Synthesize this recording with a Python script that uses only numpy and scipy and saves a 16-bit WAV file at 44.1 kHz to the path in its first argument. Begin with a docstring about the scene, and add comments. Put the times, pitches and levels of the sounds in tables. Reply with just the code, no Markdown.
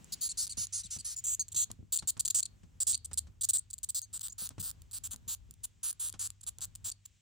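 """A hawkmoth squeaks as it pumps air through its proboscis, held close to a phone in a small room.
Each intake flaps a lip in its throat into a train of sharp pulses, or into a few weak clicks.
Air blown back out gives a short, fluttering whistle.
Fingers and a feeding stick bump the table now and then, as a dull thud with a short tap of noise.
Underneath lie room rumble, a faint mains hum, rustling hands, hiss and one low, swelling drone."""
import sys
import numpy as np
from scipy import signal
from scipy.fft import rfft, irfft, next_fast_len
from scipy.io import wavfile
from scipy.ndimage import map_coordinates

SR = 44100
rng = np.random.default_rng(int(sys.argv[2]) if len(sys.argv) > 2 else 0)


def transcribe(u):
    """Save the signal u as a 16-bit wav file named by the first command-line argument.

    u: samples, shape (n,) or (channels, n), limited to [-1, 1]; the rate is SR.
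    q: integer samples, one column per channel.
    """
    v = np.clip(np.atleast_2d(u).T, -1, 1)
    q = np.round(v * 32767).astype(np.int16)
    wavfile.write(sys.argv[1], SR, q)


N = 317961


def amp(db):
    """Amplitude ratio of a level in dB."""
    return 10 ** (np.asarray(db) / 20)


def unit(x):
    """Scale x to rms 1."""
    return x / np.sqrt(np.mean(x ** 2) + 1e-20)


def along(points, hz):
    """Read (f/Hz, value) points on a log frequency axis."""
    f, value = np.transpose(points)
    return np.interp(np.log(hz + 1), np.log(f + 1), value)


def curves(rows):
    """One value per sample for each column after the time."""
    s, *columns = np.transpose(rows)
    return [np.interp(np.arange(N) / SR, s, c) for c in columns]


def add(track, s, x):
    """Mix x into the track from time s."""
    i = max(0, round(s * SR))
    part = track[..., i:i + x.shape[-1]]
    part += x[..., :part.shape[-1]]


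def wobble(rate, size):
    """A smooth random curve, rate knots a second."""
    knots = rng.standard_normal(int(size * rate / SR) + 4)
    return map_coordinates(knots, [np.arange(size) * rate / SR])


def filtered(x, response):
    """x times a complex response of frequency."""
    m = next_fast_len(x.shape[-1] + SR // 10)
    spectrum = rfft(x, m) * response(np.fft.rfftfreq(m, 1 / SR))
    return irfft(spectrum, m)[..., :x.shape[-1]]


def noise(colour, side_db, size):
    """Coloured stereo noise: a middle of about rms 1 and an independent side at side_db."""
    white = rng.standard_normal((2, size))
    mid, side = unit(filtered(white, lambda hz: amp(along(colour, hz))))
    return np.array([mid + amp(side_db) * side, mid - amp(side_db) * side])


# a low drone that sinks and swells from start to end; its start level is in dB
DRONE_START_S, DRONE_END_S = 2.62, 3.29
DRONE_HZ, DRONE_SAG_HZ_PER_S = 87.7, 22
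DRONE_DB, DRONE_SWELL_DB_PER_S = -71, 30


def drone(overtone_db=-23, fade_s=0.012):
    """A faint, unsteady low tone with two overtones swells, sinks in pitch and stops."""
    out = np.zeros(N)
    t = np.arange(round((DRONE_END_S - DRONE_START_S) * SR)) / SR
    pitch = (DRONE_HZ - DRONE_SAG_HZ_PER_S * t) * (1 + 0.016 * wobble(18, len(t)))
    phase = 2 * np.pi * np.cumsum(pitch) / SR
    tone = unit(np.sin(phase) + amp(overtone_db) * (np.sin(2 * phase) + np.sin(3 * phase)))
    swell = amp(DRONE_DB + DRONE_SWELL_DB_PER_S * t)
    fade = np.clip(np.minimum(t, t[-1] - t) / fade_s, 0, 1)
    add(out, DRONE_START_S, tone * swell * fade)
    return out


# bed levels before their gains: (t/s, rumble level/dB, rustle level/dB)
BED_LEVELS = [(0.0, -68.5, -65.5), (0.68, -65.5, -78), (2.01, -64.5, -74), (2.45, -68, -75.5),
              (3.03, -62.5, -74), (3.78, -68, -82), (4.68, -64.5, -73), (5.48, -60.5, -77),
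              (5.88, -70, -77.5), (6.36, -64.5, -79), (6.81, -62, -75.5), (7.21, -79, -87)]
# hiss before its random drift: (t/s, level/dB)
HISS_LEVELS = [(0, -67.5), (1.1, -67.5), (1.8, -79), (7.2, -77)]
# colour of the room rumble: (f/Hz, level/dB)
RUMBLE_COLOUR = [(13, -58), (22, -22.5), (43, 6.5), (86, 5.5), (200, -18), (260, -17.5), (440, -120)]
# colour of the rustling hands: (f/Hz, level/dB)
RUSTLE_COLOUR = [(90, -22), (150, 5), (300, -9.5), (600, -17.5), (1000, -18.5), (2000, -25), (4000, -34)]
# colour of the hiss: (f/Hz, level/dB)
HISS_COLOUR = [(600, -41), (1500, -8.5), (3000, -1), (4600, -7), (7600, 0), (12500, -34), (15300, -14.5),
               (17000, -28.5)]


def background(hum_hz=100, hum_max_db=-66, rumble_gain_db=2, rustle_gain_db=1):
    """Noise shaped into rumble, hand rustle and hiss, with a wavering sine for the mains hum."""
    t = np.arange(N) / SR
    rumble_db, rustle_db = curves(BED_LEVELS)
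    fidget_db = 2 * wobble(13, N)  # rumble and rustle move together
    rumble = amp(rumble_db + rumble_gain_db + fidget_db) * noise(RUMBLE_COLOUR, -6.0, N)
    rustle = amp(rustle_db + rustle_gain_db + fidget_db) * noise(RUSTLE_COLOUR, 1, N)
    hiss = amp(curves(HISS_LEVELS)[0] + 1.3 * wobble(8, N)) * noise(HISS_COLOUR, -9.5, N)
    # hum_max_db caps the hum before its own drift
    hum_level = amp(np.minimum(hum_max_db, rumble_db - 1.5) + 3.8 * wobble(3.7, N))
    hum = hum_level * unit(np.sin(2 * np.pi * hum_hz * t + .5 * wobble(3.2, N)))
    balance = amp([[1], [-1]])  # left 1 dB up, right 1 dB down
    return (rumble + hum + drone()) * balance + rustle + hiss


# pulse colour while the moth is in the hand: (f/Hz, level/dB)
IN_HAND_COLOUR = [(250, -44), (600, -37.5), (1250, -25), (2100, -26), (3400, -19), (4600, -7.5), (5600, -9),
                  (6600, 4), (7700, 1.5), (8900, -8), (10300, -0.5), (12800, -30), (15200, -12),
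                  (16600, -63)]
# pulse colour while it is pressed: (f/Hz, level/dB)
PRESSED_COLOUR = [(250, -40), (600, -44), (1250, -30), (2100, -35.5), (3400, -17), (4600, -9.5),
                  (5600, -17), (6600, -5), (7700, 4.5), (8900, -4), (10300, -9.5), (12800, -11.5),
                  (15200, -5), (16600, -40.5)]
# pulse colour while it is feeding: (f/Hz, level/dB)
FEEDING_COLOUR = [(250, -43.5), (600, -31), (1250, -18.5), (2100, -28), (3400, -13.5), (4600, -10),
                  (5600, -14), (6600, -6), (7700, 2.5), (8900, -7), (10300, -5.5), (12800, -16),
                  (15200, -11.5), (16600, -42)]
# courses of an intake, one entry per stage:
# ([flap rate over halfway rate], [strength level/dB], intake length for the full sweep/s)
ARCHED_COURSE = ([.86, .94, 1.03, 1, .78, 0.35], [-1, -1, -1.5, -2.5, -2, -7.5], .015)
FADING_COURSE = ([1, 1.08, 1.1, 0.92, 0.59, 0.35], [7, -0.5, -1.5, -1, 0.1, 0.5], 0.025)
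GULPED_COURSE = ([1.25, 1.6, 1.17, 0.89, 0.83, 0.53], [-1.6, -2.6, 0.59, 0.95, 0.38, 0.16], 0.072)


def posture(s):
    """Colour, throat resonance at rest (Hz) and intake course for the way the moth is held at s."""
    held = [(1.22, IN_HAND_COLOUR, 7150, ARCHED_COURSE),  # until this time in s
            (4.05, PRESSED_COLOUR, 7760, FADING_COURSE),
            (8, FEEDING_COLOUR, 7760, GULPED_COURSE)]
    return next(rest for until, *rest in held if s < until)


def flaps(times, sizes, puff, ring=0.26, ring_s=0.00036, size=16):
    """Each flap is a snap and a tiny puff of air; the mouth cavity rings anew on each call."""
    at = times * SR + size // 2
    # windowless sinc snaps land between samples
    taps = at.astype(int)[:, None] + np.arange(1 - size // 2, size // 2 + 1)
    shapes = sizes[:, None] * np.sinc(taps - at[:, None])
    snaps = np.bincount(taps.ravel(), shapes.ravel(), taps.max() + SR // 200)
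    starts = np.bincount(at.astype(int), sizes, len(snaps))
    t = np.arange(SR // 200) / SR
    decay = np.exp(-t / .0015)
    air = np.convolve(starts, decay / np.linalg.norm(decay))[:len(snaps)]
    cavity = rng.standard_normal(len(t)) * t * np.exp(-2 * t / ring_s)
    cavity = (t == 0) + ring * cavity / np.linalg.norm(cavity)
    return np.convolve(snaps + puff * air * rng.standard_normal(len(snaps)), cavity)


def ringing(colour_db, size=512):
    """The causal (minimum-phase) impulse response with a given colour, by folding its cepstrum."""
    cepstrum = irfft(colour_db(np.fft.rfftfreq(size, 1 / SR)) * np.log(10) / 20)
    cepstrum[1:size // 2] *= 2
    cepstrum[size // 2 + 1:] = 0
    return irfft(np.exp(rfft(cepstrum)))


# the throat tightens and relaxes:
# (t/s, resonance f/Hz, level near 4.5 kHz/dB, treble level/dB, extra level above 13 kHz/dB)
THROAT_TENSION = [(.3, 7170, 8, 7, 6), (.7, 6840, 1.5, 1.5, -3), (1.05, 6860, 0.5, 7, -5),
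                  (1.26, 7430, -12, 3, -6), (1.6, 7340, 0.5, 1.5, -6), (2.05, 7790, 0, 5, -5.5),
                  (2.35, 7670, -3, -3, -3), (3.05, 8110, 0, -1.5, -6), (3.5, 8000, -1, 1.5, -3),
                  (3.9, 7980, -0.5, -0.5, 5), (4.6, 8200, 2, 3.5, 10.5), (5.099, 7520, 0.5, 4, 5),
                  (5.85, 7630, -1.5, 12, -4), (6.251, 7700, -1, 7, -6.5), (6.85, 7670, -3, 1, 8)]


def throat(x, s):
    """Pulses ring in the throat; posture sets the colour and tension shifts it a little."""
    colour, rest_hz, _ = posture(s)
    times, *columns = np.transpose(THROAT_TENSION)
    peak_hz, low_db, treble_db, sheen_db = [np.interp(s, times, c) for c in columns]
    tilt_hz = [2460, 4500, 5960, 8200, 9860, 12200, 13900]
    tilt_db = [0, low_db, 0, 0, treble_db, treble_db, treble_db + sheen_db]

    def colour_db(hz):
        # the shift fades out between 10 and 14 kHz
        moved = hz / (peak_hz / rest_hz) ** np.interp(hz, [10000, 14000], [1, 0])
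        notch = np.interp(hz, [1600, 2150, 2900], [0, 2.5, 0])
        return along(colour, moved) + np.interp(hz, tilt_hz, tilt_db) - notch

    return np.convolve(x, ringing(colour_db))


# weak intakes of one to three flaps, level before the gain: (t/s, flaps, level/dB)
WEAK_INTAKES = [(.0446, 1, -47), (0.4683, 3, -37), (0.6699, 1, -39.5), (1.483, 2, -43), (1.7154, 1, -37),
                (2.1767, 1, -49), (2.264, 1, -28.5), (2.279, 2, -27.5), (2.977, 1, -41.5),
                (3.1327, 3, -34.5), (3.782, 2, -42), (4.0176, 1, -36.5), (4.1947, 1, -41.5),
                (4.2834, 1, -38), (4.4913, 1, -36.5), (4.7135, 1, -38.5), (4.82, 1, -47.5),
                (4.9126, 3, -46.5), (5.143, 1, -41), (5.1614, 1, -41), (5.51, 1, -43), (5.54, 1, -53),
                (5.9288, 1, -40), (6.095, 2, -35.5), (6.1268, 1, -39.5), (6.3036, 1, -35.5),
                (6.4663, 1, -41), (6.5857, 1, -41.5), (6.608, 1, -41), (6.6537, 1, -38), (6.7528, 2, -38.5)]


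def clicks(gain_db=20, gap_s=0.0047):
    """Weak suction lets the lip flap only once or a few times, evenly spaced and equally loud."""
    out = np.zeros(N)
    for s, count, db in WEAK_INTAKES:
        for k in range(round(count)):
            click = throat(flaps(np.zeros(1), np.ones(1), puff=0.62), s)
            add(out, s + k * gap_s - .0003, amp(db + gain_db) * click / np.linalg.norm(click))
    return out


# full intakes: (start t/s, end t/s, halfway flap rate f/Hz before the course bends it, level/dB)
INTAKES = [(0.122, 0.145, 550, -35), (.21, .282, 640, -34.5), (0.373, 0.458, 730, -34.5),
           (0.571, 0.657, 740, -35.5), (0.725, .822, 705, -37.5), (0.905, 0.978, 720, -39.5),
           (1.046, 1.146, 620, -39), (1.24, 1.261, 570, -34.5), (1.266, 1.35, 620, -32),
           (1.519, 1.531, 400, -41.5), (1.546, 1.556, 360, -37), (1.561, 1.643, 624, -29),
           (1.923, 1.954, 368, -29.5), (1.9572, 1.975, 260, -28), (2.074, 2.107, 700, -28.5),
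           (2.1956, 2.211, 490, -27.5), (2.251, 2.258, 430, -26.5), (2.302, 2.31, 390, -26.5),
           (2.3457, 2.405, 396, -27), (2.803, 2.834, 510, -29.5), (2.8688, 2.923, 530, -27.5),
           (3.0466, 3.06, 444, -37.5), (3.1755, 3.192, 486, -28.5), (3.4104, 3.426, 460, -31.5),
           (3.4337, 3.452, 550, -29.5), (3.4883, 3.508, 460, -26), (3.5334, 3.572, 457, -28),
           (3.703, 3.712, 640, -43), (3.7314, 3.742, 660, -38.5), (3.8317, 3.847, 730, -34),
           (3.889, 3.906, 630, -32), (3.946, 3.993, 650, -32.5), (4.129, 4.178, 515, -40),
           (4.207, 4.22, 270, -40.5), (4.2293, 4.276, 290, -39), (4.3809, 4.473, 307, -39),
           (4.5957, 4.618, 460, -38.5), (4.6252, 4.706, 320, -38.5), (4.9293, 4.987, 317, -41.5),
           (5.0364, 5.077, 312, -39.5), (5.107, 5.137, 234, -40), (5.278, 5.349, 376, -36.5),
           (5.6342, 5.656, 530, -37.5), (5.831, 5.912, 330, -34), (5.9958, 6.087, 354, -35.5),
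           (6.1925, 6.274, 336, -36), (6.409, 6.416, 350, -52), (6.431, 6.441, 400, -48.5),
           (6.469, 6.493, 410, -37), (6.6136, 6.648, 287, -37), (6.8441, 6.901, 262, -37.5),
           (7.053, 7.062, 580, -45)]
# shares of an intake's length at which its course is given
COURSE_STAGES = [0, .1, .3, .5, .8, 1]


def squeaks(scatter_db=.6, puff=0.4, rise_s=.0025, slack=0.75):
    """The lip flaps fast and evenly under full suction and slows to uneven clicks as the intake ends."""
    out = np.zeros(N)
    for start, end, flap_hz, db in INTAKES:
        ratios, strength_db, full_s = posture(start)[2]
        t = np.arange(max(round((end - start) * SR), SR // 200)) / SR
        # short intakes sweep less
        sweep = np.interp(t / t[-1], COURSE_STAGES, ratios) ** min(1, t[-1] / full_s)
        rate = flap_hz * sweep
        cycles = np.cumsum(rate) / SR
        beats = np.arange(int(cycles[-1] + .26) + 1)
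        # slow flaps are less even
        jitter = .007 + .02 * (400 / np.interp(beats, cycles, rate)) ** 2
        slip = np.cumsum(np.minimum(jitter, .1) * rng.standard_normal(len(beats)))
        times = np.interp(beats + slip - slip[0], cycles, t)
        # a taut, fast lip is slow to get going
        onset_s = rise_s * (rate[0] / 530) ** 4
        pressure = 1 - slack * np.exp(-times / onset_s)
        strength = np.interp(times / t[-1], COURSE_STAGES, strength_db)
        sizes = pressure * amp(strength + scatter_db * rng.standard_normal(len(times)))
        train = throat(flaps(times, sizes, puff), start)
        add(out, start - .0003, amp(db) * train * np.sqrt(len(t) / np.sum(train ** 2)))
    return out


def arch(glide, bow, u):
    """Pitch ratio as u runs from 0 to 1: a glide with a bow on top, both in octaves."""
    return 2 ** (glide * (u - .5) - bow * (2 * u - 1) ** 2)


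# outflows, level before the tube colours it:
# (start t/s, end t/s, halfway pitch f/Hz, glide/octaves, level/dB)
OUTFLOWS = [(0.29, 0.332, 4500, -0.28, -41), (.494, .54, 4560, -0.36, -41.5),
            (0.834, 0.88, 3750, -0.72, -47), (0.987, 1.018, 4870, -.2, -44),
            (1.163, 1.208, 7050, -.06, -41), (1.395, 1.434, 6430, -0.18, -33),
            (1.987, 2.002, 4330, 0.12, -35), (2.428, 2.437, 4640, 0.12, -33.5),
            (2.454, 2.466, 3945, -0.93, -40), (2.927, 2.946, 4280, 0.46, -36),
            (2.944, 2.958, 4680, .2, -30), (3.581, 3.6, 8200, 0.38, -34.5),
            (4.023, 4.06, 6500, -0.086, -46), (4.297, 4.316, 6680, 0.14, -48.5),
            (4.322, 4.334, 7100, -0.068, -46.5), (6.916, 6.926, 4410, -0.79, -40.5)]
# low whistles overblow, flutter and arch in pitch, high ones stay plainer:
# (pitch f/Hz, octave level/dB, arch/octaves, flutter depth/rad)
WHISTLE_REGISTERS = [(4670, 4, .33, .8), (6500, -2.5, 0.025, 0.42)]


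def whistles(flutter_hz=1850, air_db=-5):
    """Outflowing air whistles in the proboscis; the fluttering lip adds rough sidebands."""
    out = np.zeros(N)
    register_hz, *traits = np.transpose(WHISTLE_REGISTERS)
    for start, end, pitch_hz, glide, db in OUTFLOWS:
        octave_db, bow, flutter = [np.interp(pitch_hz, register_hz, c) for c in traits]
        size = max(round((end - start) * SR), SR // 200)
        t = np.arange(size) / SR
        bend = arch(glide, bow, t / t[-1])
        pitch = pitch_hz * bend * (1 + .025 * flutter * wobble(1400, size))
        lip_hz = flutter_hz * bend * (1 + .15 * wobble(500, size))
        lip = np.sin(2 * np.pi * np.cumsum(lip_hz) / SR)
        phase = 2 * np.pi * np.cumsum(pitch) / SR + flutter * lip
        tone = unit(np.sin(phase) + amp(octave_db) * np.sin(2 * phase))
        air = amp(air_db) * noise(PRESSED_COLOUR, 0, size)[0] * flutter
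        gate = np.clip(t / .00036, 0, 1) * np.clip((1 - t / t[-1]) / 0.35, 0, 1)
        add(out, start, amp(db) * unit((tone + air) * gate * amp(2.3 * wobble(400, size))))
    # colour of the tube: (f/Hz, level/dB)
    tube = [(1500, -25.5), (2800, -11.0), (4400, 2.5), (5400, -4.5),
            (7300, 2), (9300, 3), (10800, -8.5), (16000, -9.5)]
    return filtered(out, lambda hz: amp(along(tube, hz)))


# soft contacts of fingers and stick, before the gains: (t/s, thud level/dB, tap level/dB)
CONTACTS = [(.573, -50, -58.5), (.846, -62, -90), (0.964, -55.5, -61), (1.391, -58, -86), (1.545, -57, -66),
            (1.702, -56, -58.5), (1.79, -52.5, -95), (1.828, -59, -101), (2.024, -55, -55),
            (2.168, -53, -56.5), (2.633, -58.5, -69), (3.113, -60, -55.5), (3.27, -62, -65.5),
            (4.419, -57.5, -60), (4.505, -58, -60), (4.581, -45.5, -56.5), (5.14, -61, -62.5),
            (5.27, -60.5, -79), (5.49, -59, -86), (6.139, -59.5, -54), (6.586, -71, -65)]
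# colour of the thud: (f/Hz, level/dB)
THUD_COLOUR = [(30, -20), (70, 10), (170, 5.5), (300, -6.5), (500, -18.5), (2000, -83)]
# colour of the tap: (f/Hz, level/dB)
TAP_COLOUR = [(150, 0), (400, 2.5), (1100, 7.5), (2000, -1), (8000, -1), (16000, -33)]


def bumps(thud_gain_db=6, tap_gain_db=5, thud_t60=0.15, tap_t60=0.072):
    """A soft contact gives a dull thud and a short tap, both decaying noise; t60 in s."""
    out = np.zeros((2, N))
    t = np.arange(SR // 4) / SR
    for s, thud_db, tap_db in CONTACTS:
        thud_level = amp(thud_db + thud_gain_db - 60 * t / thud_t60)
        thud = noise(THUD_COLOUR, -2.4, len(t)) * thud_level * (1 - np.exp(-t / 0.00037))
        tap = noise(TAP_COLOUR, -7.5, len(t)) * amp(tap_db + tap_gain_db - 60 * t / tap_t60)
        add(out, s, thud + tap)
    return out


# level of the stereo blur by frequency: (f/Hz, level/dB)
BLUR_COLOUR = [(1500, -21), (4500, -16.5), (6300, -5), (8000, -8.5), (10000, -9.5), (12000, -16),
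               (15500, -1)]


def stereo_blur(x, decay_s=0.0008, size=2048):
    """Short random reflections, unrelated left and right and redrawn every size samples, blur the treble."""
    out = np.zeros((2, N))
    decay = np.exp(-np.arange(SR // 250) / SR / decay_s)
    pieces = np.pad(x, (0, -N % size)).reshape(-1, 1, size)
    paths = rng.standard_normal((len(pieces), 2, len(decay))) * decay / np.linalg.norm(decay)
    for k, piece in enumerate(signal.fftconvolve(pieces, paths, axes=2)):
        add(out, k * size / SR, piece)
    return filtered(out, lambda hz: amp(along(BLUR_COLOUR, hz)))


# decay time of the room: (f/Hz, t60/s)
ROOM_DECAY = [(200, 0.9), (3000, 0.33), (8000, 0.11), (16000, 0.08)]


def room(x, tail_db=-19):
    """The walls answer with a short faint tail: stereo noise whose treble dies sooner."""
    hz, t, z = signal.stft(rng.standard_normal((2, SR // 3)), SR, nperseg=256)
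    decay = amp(-60 * t / along(ROOM_DECAY, hz)[:, None])
    tail = signal.istft(z * decay, SR, nperseg=256)[1]
    tail = amp(tail_db) * tail / np.linalg.norm(tail[0])
    return signal.oaconvolve(x[None], tail, axes=1)[:, :N]


# phase between left and right, shared half each way: (f/Hz, phase/rad)
STEREO_PHASE = [(5700, 0), (6500, -1.2), (7800, -1.7), (9200, -1.6), (10500, -2.8), (13000, -3),
                (15000, -3.9)]


def scene():
    """The phone's stereo processing turns the moth's treble out of phase between left and right."""
    moth = clicks() + squeaks() + whistles()

    def stereo(hz):
        skew = np.exp(.5j * along(STEREO_PHASE, hz) * np.array([[1], [-1]]))
        # make room for the power of the blur
        return skew / np.hypot(1, amp(along(BLUR_COLOUR, hz)))

    return background() + filtered(moth + stereo_blur(moth) + room(moth), stereo) + bumps()


def record(dry, top_hz=16900):
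    """The phone keeps nothing above its band limit; the last 500 Hz below it slope down."""
    return filtered(dry, lambda hz: np.clip((top_hz - hz) / 500, 0, 1))


dry = scene()
out = record(dry)
transcribe(out)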